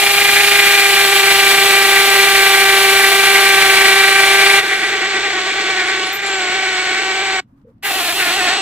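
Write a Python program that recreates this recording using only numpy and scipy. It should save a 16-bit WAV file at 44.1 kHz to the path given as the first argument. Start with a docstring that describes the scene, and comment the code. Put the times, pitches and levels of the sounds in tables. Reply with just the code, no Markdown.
"""First comes a harsh buzz: a cordless hammer drill in a yard, boring into a concrete block before a stereo microphone.
Its ratchet strikes about 15 blows a turn at first: a stack of tones at multiples of the blow rate, with noise
for the grit crushed at every blow, a rough high whine and brief squeaks. It drops to a duller, unsteady sound,
pauses once and restarts. Low rumble, wind on the ports and faint air are filtered noise behind it;
two soft hums, hand rustle and casing ticks are short bursts of noise in the pause."""
import sys
import numpy as np
from scipy import signal
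from scipy.fft import rfft, irfft, next_fast_len
from scipy.io import wavfile

SR = 44100
rng = np.random.default_rng(int(sys.argv[2]) if len(sys.argv) > 2 else 0)


def transcribe(u):
    """Save the signal u as a 16-bit wav file named by the first command-line argument.

    u: samples, shape (n,) or (channels, n), limited to [-1, 1]; the rate is SR.
    q: integer samples, one column per channel.
    """
    v = np.clip(np.atleast_2d(u).T, -1, 1)
    q = np.round(v * 32767).astype(np.int16)
    wavfile.write(sys.argv[1], SR, q)


N = 379701
T = np.arange(N) / SR   # time of every sample [s]


def amp(db):
    """Turn dB into gain."""
    return 10 ** (np.asarray(db) / 20)


def rms_one(x):
    """Scale to rms 1."""
    return x / np.sqrt(np.mean(x ** 2) + 1e-20)


def in_time(*tables):
    """Join tables in time and read each column after the first at every sample."""
    seconds, *columns = np.vstack(tables).T
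    return [np.interp(T, seconds, column) for column in columns]


def at_hz(points, hz):
    """Read a spectrum on a log-frequency axis."""
    points = np.array(points)
    return np.interp(np.log(hz + 1), np.log(points[:, 0]), points[:, 1])


def shaped(x, gain):
    """Filter by a gain that is a function of Hz."""
    size = next_fast_len(N)
    hz = np.arange(size // 2 + 1) * SR / size
    return irfft(rfft(x, size) * gain(hz), size)[..., :N]


def drift(rate_hz):
    """Slow random motion of rms about 1: noise twice through a one-pole low-pass, at a 20th of the sample rate."""
    pole = np.exp(-40 * np.pi * rate_hz / SR)
    slow = signal.lfilter([1], [1, -2 * pole, pole * pole], rng.standard_normal(N // 20 + 3002))
    slow = slow[3000:]   # leave out the filter's run-in
    return np.interp(np.arange(N) / 20, np.arange(len(slow)), rms_one(slow))


def window(start, end, edge):
    """1 between two times, with straight ramps of length edge [s]."""
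    return np.clip((T - start) / edge, 0, 1) * np.clip((end - T) / edge, 0, 1)


# Low outdoor rumble: (frequency [Hz], relative density [dB per Hz])
RUMBLE_SPECTRUM = [(50, -19.5), (75, -9), (110, -1), (150, -6.5), (200, -2), (270, -4), (340, -18),
                   (600, -71)]
# Rumble and wind in time: (time [s], rumble level [dB], wind on the ports [dB, before a 2.5 dB cut])
RUMBLE_AND_WIND = [(0.0, -46, -65), (0.31, -41, -55), (0.91, -49, -63), (0.93, -42, -47), (1.29, -48, -59),
                   (1.32, -43.5, -49.5), (2.01, -45, -44.5), (7.38, -51.5, -62), (8.61, -46, -56.5)]
# Faint air of the quiet yard: (frequency [Hz], relative density [dB per Hz])
YARD_AIR = [(180, -26), (300, -9), (367, -2), (730, -7), (1090, -13), (1370, -13.5), (6000, -36.5),
            (7800, -98), (13200, -120)]
# Soft hums in the pause: (start [s], end [s], centre [Hz], width [Hz], level [dB])
PAUSE_HUMS = [(7.526, 7.596, 283, 50, -51), (7.643, 7.723, 483, 110, -48)]
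SIDE_DB, AIR_DB, WIND_HZ = -20.5, -67.5, 46   # side of rumble and wind, yard air; wind turns over


def yard():
    """Background at the microphone: noise shaped into rumble, port wind, air and two short hums."""
    rumble_db, wind_db = in_time(RUMBLE_AND_WIND)
    rumble = shaped(rng.standard_normal((2, N)), lambda hz: amp(at_hz(RUMBLE_SPECTRUM, hz)))
    wind = shaped(rng.standard_normal((2, N)), lambda hz: hz / (1 + (hz / WIND_HZ) ** 5))
    mid, side = amp(rumble_db) * rms_one(rumble) + amp(wind_db - 2.5) * rms_one(wind)
    air = shaped(rng.standard_normal((2, N)), lambda hz: amp(at_hz(YARD_AIR, hz)))
    for start, end, centre, width, db in PAUSE_HUMS:
        hum = shaped(rng.standard_normal(N), lambda hz: 1 / (1 + (2 * (hz - centre) / width) ** 4))
        mid = mid + amp(db) * window(start, end, edge=0.0078) * rms_one(hum)
    side = amp(SIDE_DB) * side
    return amp(AIR_DB) * rms_one(air) + np.array([mid + side, mid - side])


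# Hands on the grip in the pause: (time [s], level [dB])
GRIP_RUSTLE = [(7.42, -62), (7.49, -68), (7.53, -69), (7.58, -65), (7.62, -68), (7.69, -63), (7.73, -70.5),
               (7.78, -72)]


def rustle(fade_s):
    """Hands rub the grip: short soft puffs of dull noise around 1.1 kHz."""
    level = sum(amp(db) * np.exp(-((T - s) / fade_s) ** 2) for s, db in GRIP_RUSTLE)
    dull = shaped(rng.standard_normal((2, N)), lambda hz: 1 / (1 + ((hz - 1100) / 350) ** 2) + 0.044)
    return level * rms_one(dull)


# Faint ticks of the casing: (time [s], level of the noise before its low-pass [dB])
CASING_TICKS = [(7.579, -65), (7.600, -68), (7.617, -62), (7.702, -65), (7.783, -68)]
TICK_S = .003   # falls to 1/e this far either side of its peak


def ticks():
    """The casing ticks: tiny broad bursts of noise."""
    level = sum(amp(db) * np.exp(-((T - s) / TICK_S) ** 2) for s, db in CASING_TICKS)
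    return level * shaped(rng.standard_normal((2, N)), lambda hz: 1 / (1 + (hz / 5500) ** 6))


# Brief high squeaks: (time [s], centre [Hz], level [dB])
HIGH_SQUEAKS = [(5.86, 9700, -41), (6.06, 10040, -37), (6.125, 13800, -26.5), (6.255, 10550, -38)]
SQUEAK_WIDTH_HZ, SQUEAK_RISE_S, SQUEAK_S = 690, .012, .065


def squeaks():
    """Short narrow bands of noise that rise fast and fade."""
    out = 0
    for s, centre, db in HIGH_SQUEAKS:
        band = shaped(rng.standard_normal(N), lambda hz: 1 / (1 + (2 * (hz - centre) / SQUEAK_WIDTH_HZ) ** 4))
        rise = np.clip((T - s) / SQUEAK_RISE_S, 0, 1)
        fade = np.clip(1 - (T - s) / SQUEAK_S, 0, 1)
        out = out + amp(db) * rise * fade * rms_one(band)
    return out


# Rough high whine: (time [s], pitch [Hz], level over the grinding [dB])
WHINE_PATH = [(0, 7480, -14.5), (1.5, 7810, -15), (4.6, 7770, -20.5), (6.2, 7330, -18), (6.27, 7430, -6.5),
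              (6.6, 7700, -16), (7.4, 7700, -12), (7.9, 7460, -14.5), (8.61, 8040, -15)]
WHINE_DRIFT_HZ = 140


def whine(hz):
    """A narrow band of noise around a slowly moving pitch: a tone with random amplitude and phase."""
    rough = drift(WHINE_DRIFT_HZ) + 1j * drift(WHINE_DRIFT_HZ)
    return np.real(rough * np.exp(2j * np.pi * np.cumsum(hz) / SR))


# Four stretches of drilling, firm, unsteady, regripped, restarted:
# (start [s], timing scatter [blows], speed wobble [blows per s], level wobble [dB], lowest tone over level [dB],
#  low grit [dB], body grit [dB], grinding [dB], each grit over its range's level)
DRILLING_STRETCHES = [(0, 0.01, 0.36, 1.03, -5, -2.5, 0.41, -2), (4.6, 0.05, 5.0, 0.6, -8, -4, -0.035, -5),
                      (6.25, 0.036, 2.8, 0.4, -8, -4, -1.3, -4.5), (7.6, 0.061, 8.0, 1.5, -10, -4, 0, -1.5)]


def by_stretch(values):
    """One value a stretch, held until the next begins."""
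    starts = np.array(DRILLING_STRETCHES)[:, 0] * SR
    return np.asarray(values)[np.searchsorted(starts, np.arange(N), side="right") - 1]


# Colour of the crushed grit, within each range: (frequency [Hz], relative density [dB per Hz])
GRIT_SPECTRUM = [(200, -26), (330, -17), (490, -19.5), (750, -7), (1000, -14.5), (1500, -7.5), (2300, -1),
                 (2550, -9.5), (3200, -11), (4400, -13), (5000, -20.5), (7000, -24.5), (10000, -19),
                 (15500, -17.5)]
# Ringing of bit and chuck: (centre [Hz], width [Hz], relative level [dB, before ring_db])
BIT_RINGS = [(9920, 570, 8), (11000, 270, 15.5), (12700, 310, 11.5), (14600, 400, -2)]
# How wide the grit sounds: (frequency [Hz], side to middle [dB])
GRIT_WIDTH = [(200, -12), (700, -21), (1500, -8), (3000, -8), (5000, -2), (8000, -0.5), (15000, -5.5)]


def grit_colour(hz, ring_db):
    """Spectrum of the crushed grit, with the resonances of bit and chuck."""
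    rings = sum(amp(db + ring_db) / (1 + (2 * (hz - c) / w) ** 2) for c, w, db in BIT_RINGS)
    return amp(at_hz(GRIT_SPECTRUM, hz)) * (1 + rings)


def grit(blows, swell_db, burst, sharp, blow_db, ring_db, body_hz, swell_hz):
    """Grinding noise; each blow adds a burst of its own strength and the body ring swells; middle and side."""
    strength = rng.normal(0, 1, int(blows.max()) + 2)[blows.astype(int)]
    decay = sharp * np.exp(-sharp * (blows % 1))
    pulse = (1 - burst + burst * decay) * amp(blow_db * strength)
    flicker = amp(0.67 * drift(29.0) + 0.28 * drift(170))
    noise = flicker * rng.standard_normal((2, N))
    # the pulse acts mostly below body_hz
    noise = noise + (pulse - 1) * shaped(noise, lambda hz: 1 / (1 + (hz / body_hz) ** 2))
    body_ring = shaped(noise, lambda hz: 1 / (1 + ((hz - swell_hz) / 1500) ** 4))
    mid, side = noise + (amp(swell_db) - 1) * body_ring
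    mid = shaped(mid, lambda hz: grit_colour(hz, ring_db))
    side = shaped(side, lambda hz: grit_colour(hz, ring_db) * amp(at_hz(GRIT_WIDTH, hz)))
    return np.array([mid, side])


# Overtones of the buzz: (multiple of the blow rate, level over its range in each of the 4 stretches [dB],
#  extra before the bit seats [dB], swell [0-1], lean of the swell, double-rate swell [0-1])
BUZZ_OVERTONES = [(2, 3.3, 0.5, 1.5, 1.5, -1.5, 0.31, 1, 0.0073),
                  (3, 2.1, -1, -3, -5, -3.5, 0.32, -0.79, 0.33),
                  (4, 0, -1.5, -1.5, -2, -7, 0.036, -0.57, 0.047),
                  (5, -4, -2.5, -6.5, 0, -5.5, 1, -0.92, 0.37), (6, 0, -3, -2, -14.5, 2.5, 0.63, -0.47, 0),
                  (7, -11.5, -15, -12, -3.5, -1.5, 0.37, 0.25, 0),
                  (8, -27, -19.5, -12.5, -18, 14.5, 0.13, .1, 0.22),
                  (9, -22, -12, -30, -26, -4.5, 0.14, -0.023, 0.1)]
LOWEST_SWELL = 0.11
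SEAT_S = 0.99   # the bit seats with this time constant


def buzz(blows, turn, depth, scatter, levels_db, flutter_db, slip, spread):
    """Regular part of the blows; the bit runs off true, so the tones swell as it turns."""
    lowest_db, low_db, body_db, level_db = levels_db
    # real part: level flutter; imaginary part: phase slip
    wander = [scatter * (flutter_db * np.log(10) / 20 * drift(25) + 1j * slip * drift(25)) for _ in range(3)]
    lowest = np.real(np.exp(2j * np.pi * blows + 2.0 * wander[1]))
    out = amp(lowest_db) * (1 + LOWEST_SWELL * np.cos(turn)) * lowest
    unseated = np.exp(-T / SEAT_S)
    for k, *db, early_db, once, lean, twice in BUZZ_OVERTONES:
        k = round(k)
        base_db = low_db if k < 4 else body_db if k < 7 else level_db
        once_swell = once * (np.cos(turn) + 1j * lean * np.sin(turn))
        swell = 1 + depth * (once_swell + twice * np.cos(2 * turn))
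        phase = 2 * np.pi * k * blows - spread * k * k   # higher tones lag in the body
        tone = np.real(swell * np.exp(1j * phase + wander[k % 3]))
        out = out + amp(by_stretch(db) + early_db * unseated + base_db) * tone
    return out


# Lag of the left port behind the right, scaled down in stereo(): (frequency [Hz], relative phase lag)
PORT_LAG = [(100, .03), (400, .12), (1300, 0.42), (2300, 1.4), (3300, 0.56), (4800, 2.9), (6000, 0.33)]


def stereo(mid, side):
    """The left port of the microphone hears the middle a little later than the right."""
    def turned(scale):
        return shaped(mid, lambda hz: np.exp(scale * .5j * at_hz(PORT_LAG, hz)))
    return np.array([turned(-0.43) + side, turned(1.0) - side])


# Ratchet speed before the drop, until the pause, after it: (time [s], speed [blows per s])
RATCHET_SPEED = [
    [(0.0, 403.7), (0.09, 400), (0.47, 403), (1.23, 394), (2.04, 394), (2.9, 391), (3.39, 393.5),
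     (3.71, 389), (4.23, 391.5), (4.59, 394)],
    [(4.63, 389.3), (5.0, 387), (5.2, 394.3), (5.42, 377), (5.44, 380), (5.57, 392), (5.74, 375.7),
     (6.08, 373), (6.16, 403), (6.48, 370), (6.59, 381.5), (6.88, 369.8), (7.26, 388), (7.38, 375.5)],
    [(7.86, 390), (7.96, 386), (8.134, 354), (8.174, 400), (8.268, 364), (8.556, 373), (8.58, 370)],
]
# Loudness in the same three parts: (time [s], level [dB], body ring 1.4-2.5 kHz over level [dB],
#  low overtones 0.6-1.35 kHz over level [dB])
DRILL_LEVEL = [
    [(0.03, -15, -4, -8.5), (0.51, -13.5, -2.5, -11), (0.78, -13.5, -3, -10), (1.52, -13, -4, -9),
     (3.67, -13.5, -2, -8.5), (4.59, -14, -1.5, -8.5)],
    [(4.62, -22, -5, -9), (4.64, -18.5, -1.5, -9.5), (5.5, -18.5, -5.5, -8.5), (5.52, -17.5, -3.5, -20),
     (5.54, -18.5, -5, -8.5), (5.93, -18.5, -2.5, -9.5), (6.02, -17, -6.5, -8.5), (6.22, -25, -1, -10),
     (6.26, -19.5, -3, -7), (6.73, -18.5, -2, -9), (7.38, -19.5, -2.5, -6)],
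    [(7.86, -23.5, -2.5, -6), (7.924, -20.5, -5, -4.5), (8.166, -20, -9.5, -8), (8.206, -19.5, -1.5, -6.5),
     (8.438, -19, -7, -4.5), (8.486, -18, -2, -5.5), (8.6, -20, -10.5, -5.5)],
]
# Treble of the grit: (time [s], 8-10 kHz level [dB], level above 10 kHz [dB])
TREBLE_LEVEL = [(0, -27, -22), (3, -26, -22), (4.59, -28, -28), (4.61, -38, -37), (4.88, -43, -45),
                (5.09, -90, -52), (7.4, -90, -52), (7.83, -35, -27.5), (8.19, -31.5, -28), (8.44, -39, -37),
                (8.61, -52, -54)]
# Depth of the swell: (time [s], depth [0-1.5])
SWELL_IN_TIME = [(0, 1.03), (1.2, .8), (3, 0.66), (4.62, 0.94), (6.2, 0.2), (8.61, 0.1)]
WOBBLE_HZ, BUILD_DB = 9.0, -5   # the lowest tone builds up from BUILD_DB as the bit seats
GRIT_SWELL_DB = 1.4   # at depth 1
# the spindle starts a little fast and settles
TURNS_PER_S, EXTRA_TURNS_PER_S, SETTLE_S = 26.0, 1.11, .65
# the swell comes once a turn, then slower once the drilling is unsteady; offsets in cycles
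FIRST_TURN, SLOW_TURN, SLOW_SWELLS_PER_S = 0.098, .5, 9.25
EARLY_THROB_DB, EARLY_THROB_S = 0.5, .6   # the level throbs with each turn until the bit seats
# the trigger is let go, then pulled again; the yard rings on briefly
PAUSE_FROM_S, PAUSE_TO_S, STOP_S, START_S = 7.400, 7.824, 0.0058, 0.03
TAIL_DB, TAIL_S = -19, 0.011


def grit_in_ranges(crush, levels_db):
    """Split the grit into five ranges by frequency, each at its own level."""
    edges = [(0, 1), (1350, 300), (2550, 200), (8300, 100), (10350, 200), (SR, 1)]   # (edge [Hz], slope width [Hz])
    out = 0
    for (low, a), (high, b), db in zip(edges, edges[1:], levels_db):
        band = shaped(crush, lambda hz: np.clip((hz - low) / a + .5, 0, 1) * np.clip((high - hz) / b + .5, 0, 1))
        out = out + amp(db) * band / band[0].std()
    return out


def trigger():
    """Gain of the drill: it stops fast, rings on in a short tail, and starts again."""
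    since, until = T - PAUSE_FROM_S, T - PAUSE_TO_S
    tail = amp(TAIL_DB) * np.exp(-np.maximum(since, 0) / TAIL_S)
    return np.clip(np.maximum(1 - since / STOP_S, until / START_S), tail, 1)


def drill():
    """Hammer drill in concrete: buzz and grit follow one count of blows, with whine and squeaks on top."""
    (per_s,), (level_db, body_db, under_db) = in_time(*RATCHET_SPEED), in_time(*DRILL_LEVEL)
    (whine_hz, whine_db), (depth,), (treble_db, top_db) = map(in_time, (WHINE_PATH, SWELL_IN_TIME, TREBLE_LEVEL))
    columns = np.transpose(DRILLING_STRETCHES)[1:]
    scatter, wobble, wobble_db, lowest_db, low_db, ring_db, grind_db = map(by_stretch, columns)

    spindle = TURNS_PER_S + EXTRA_TURNS_PER_S * np.exp(-T / SETTLE_S)
    swells_per_s = np.where(by_stretch([1, 0, 0, 0]), spindle, SLOW_SWELLS_PER_S)
    offset = by_stretch([FIRST_TURN, SLOW_TURN, SLOW_TURN, SLOW_TURN])
    turn = 2 * np.pi * (offset + np.cumsum(swells_per_s) / SR)

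    level_db = level_db + EARLY_THROB_DB * np.exp(-(T / EARLY_THROB_S) ** 2) * np.cos(turn)
    per_s = per_s + wobble * drift(WOBBLE_HZ)
    body_db = level_db + body_db + wobble_db * drift(WOBBLE_HZ)
    under_db = level_db + under_db
    lowest_db = level_db + lowest_db + BUILD_DB * np.exp(-T / SEAT_S) + wobble_db * drift(WOBBLE_HZ)
    grind_db = level_db + grind_db
    jitter = scatter * (drift(25) + 0.095 * drift(150))
    blows = np.maximum(np.cumsum(per_s) / SR + jitter, 0)

    crush = grit(blows, GRIT_SWELL_DB * depth * np.cos(turn), burst=0.3, sharp=2.2, blow_db=1.0,
                 ring_db=-11.0, body_hz=4480, swell_hz=2400)
    crush_mid, crush_side = grit_in_ranges(crush, [under_db + low_db, body_db + ring_db, grind_db, treble_db, top_db])
    tones = buzz(blows, turn, depth, scatter, (lowest_db, under_db, body_db, level_db),
                 flutter_db=19.5, slip=13.2, spread=0.253)
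    tones = tones + amp(grind_db + whine_db) * whine(whine_hz) + squeaks()
    return trigger() * stereo(tones + crush_mid, crush_side)


def scene():
    """The yard behind, hands and casing in the pause, and the drill in front."""
    return yard() + rustle(fade_s=0.023) + ticks() + drill()


CUTOFF_HZ = 15560


def record(dry):
    """Clip peaks at full scale, cut the top steeply, and clip again."""
    cut = signal.ellip(12, .3, 70, CUTOFF_HZ, fs=SR, output="sos")
    return np.clip(signal.sosfilt(cut, np.clip(dry, -1, 1)), -1, 1)


dry = scene()
out = record(dry)
transcribe(out)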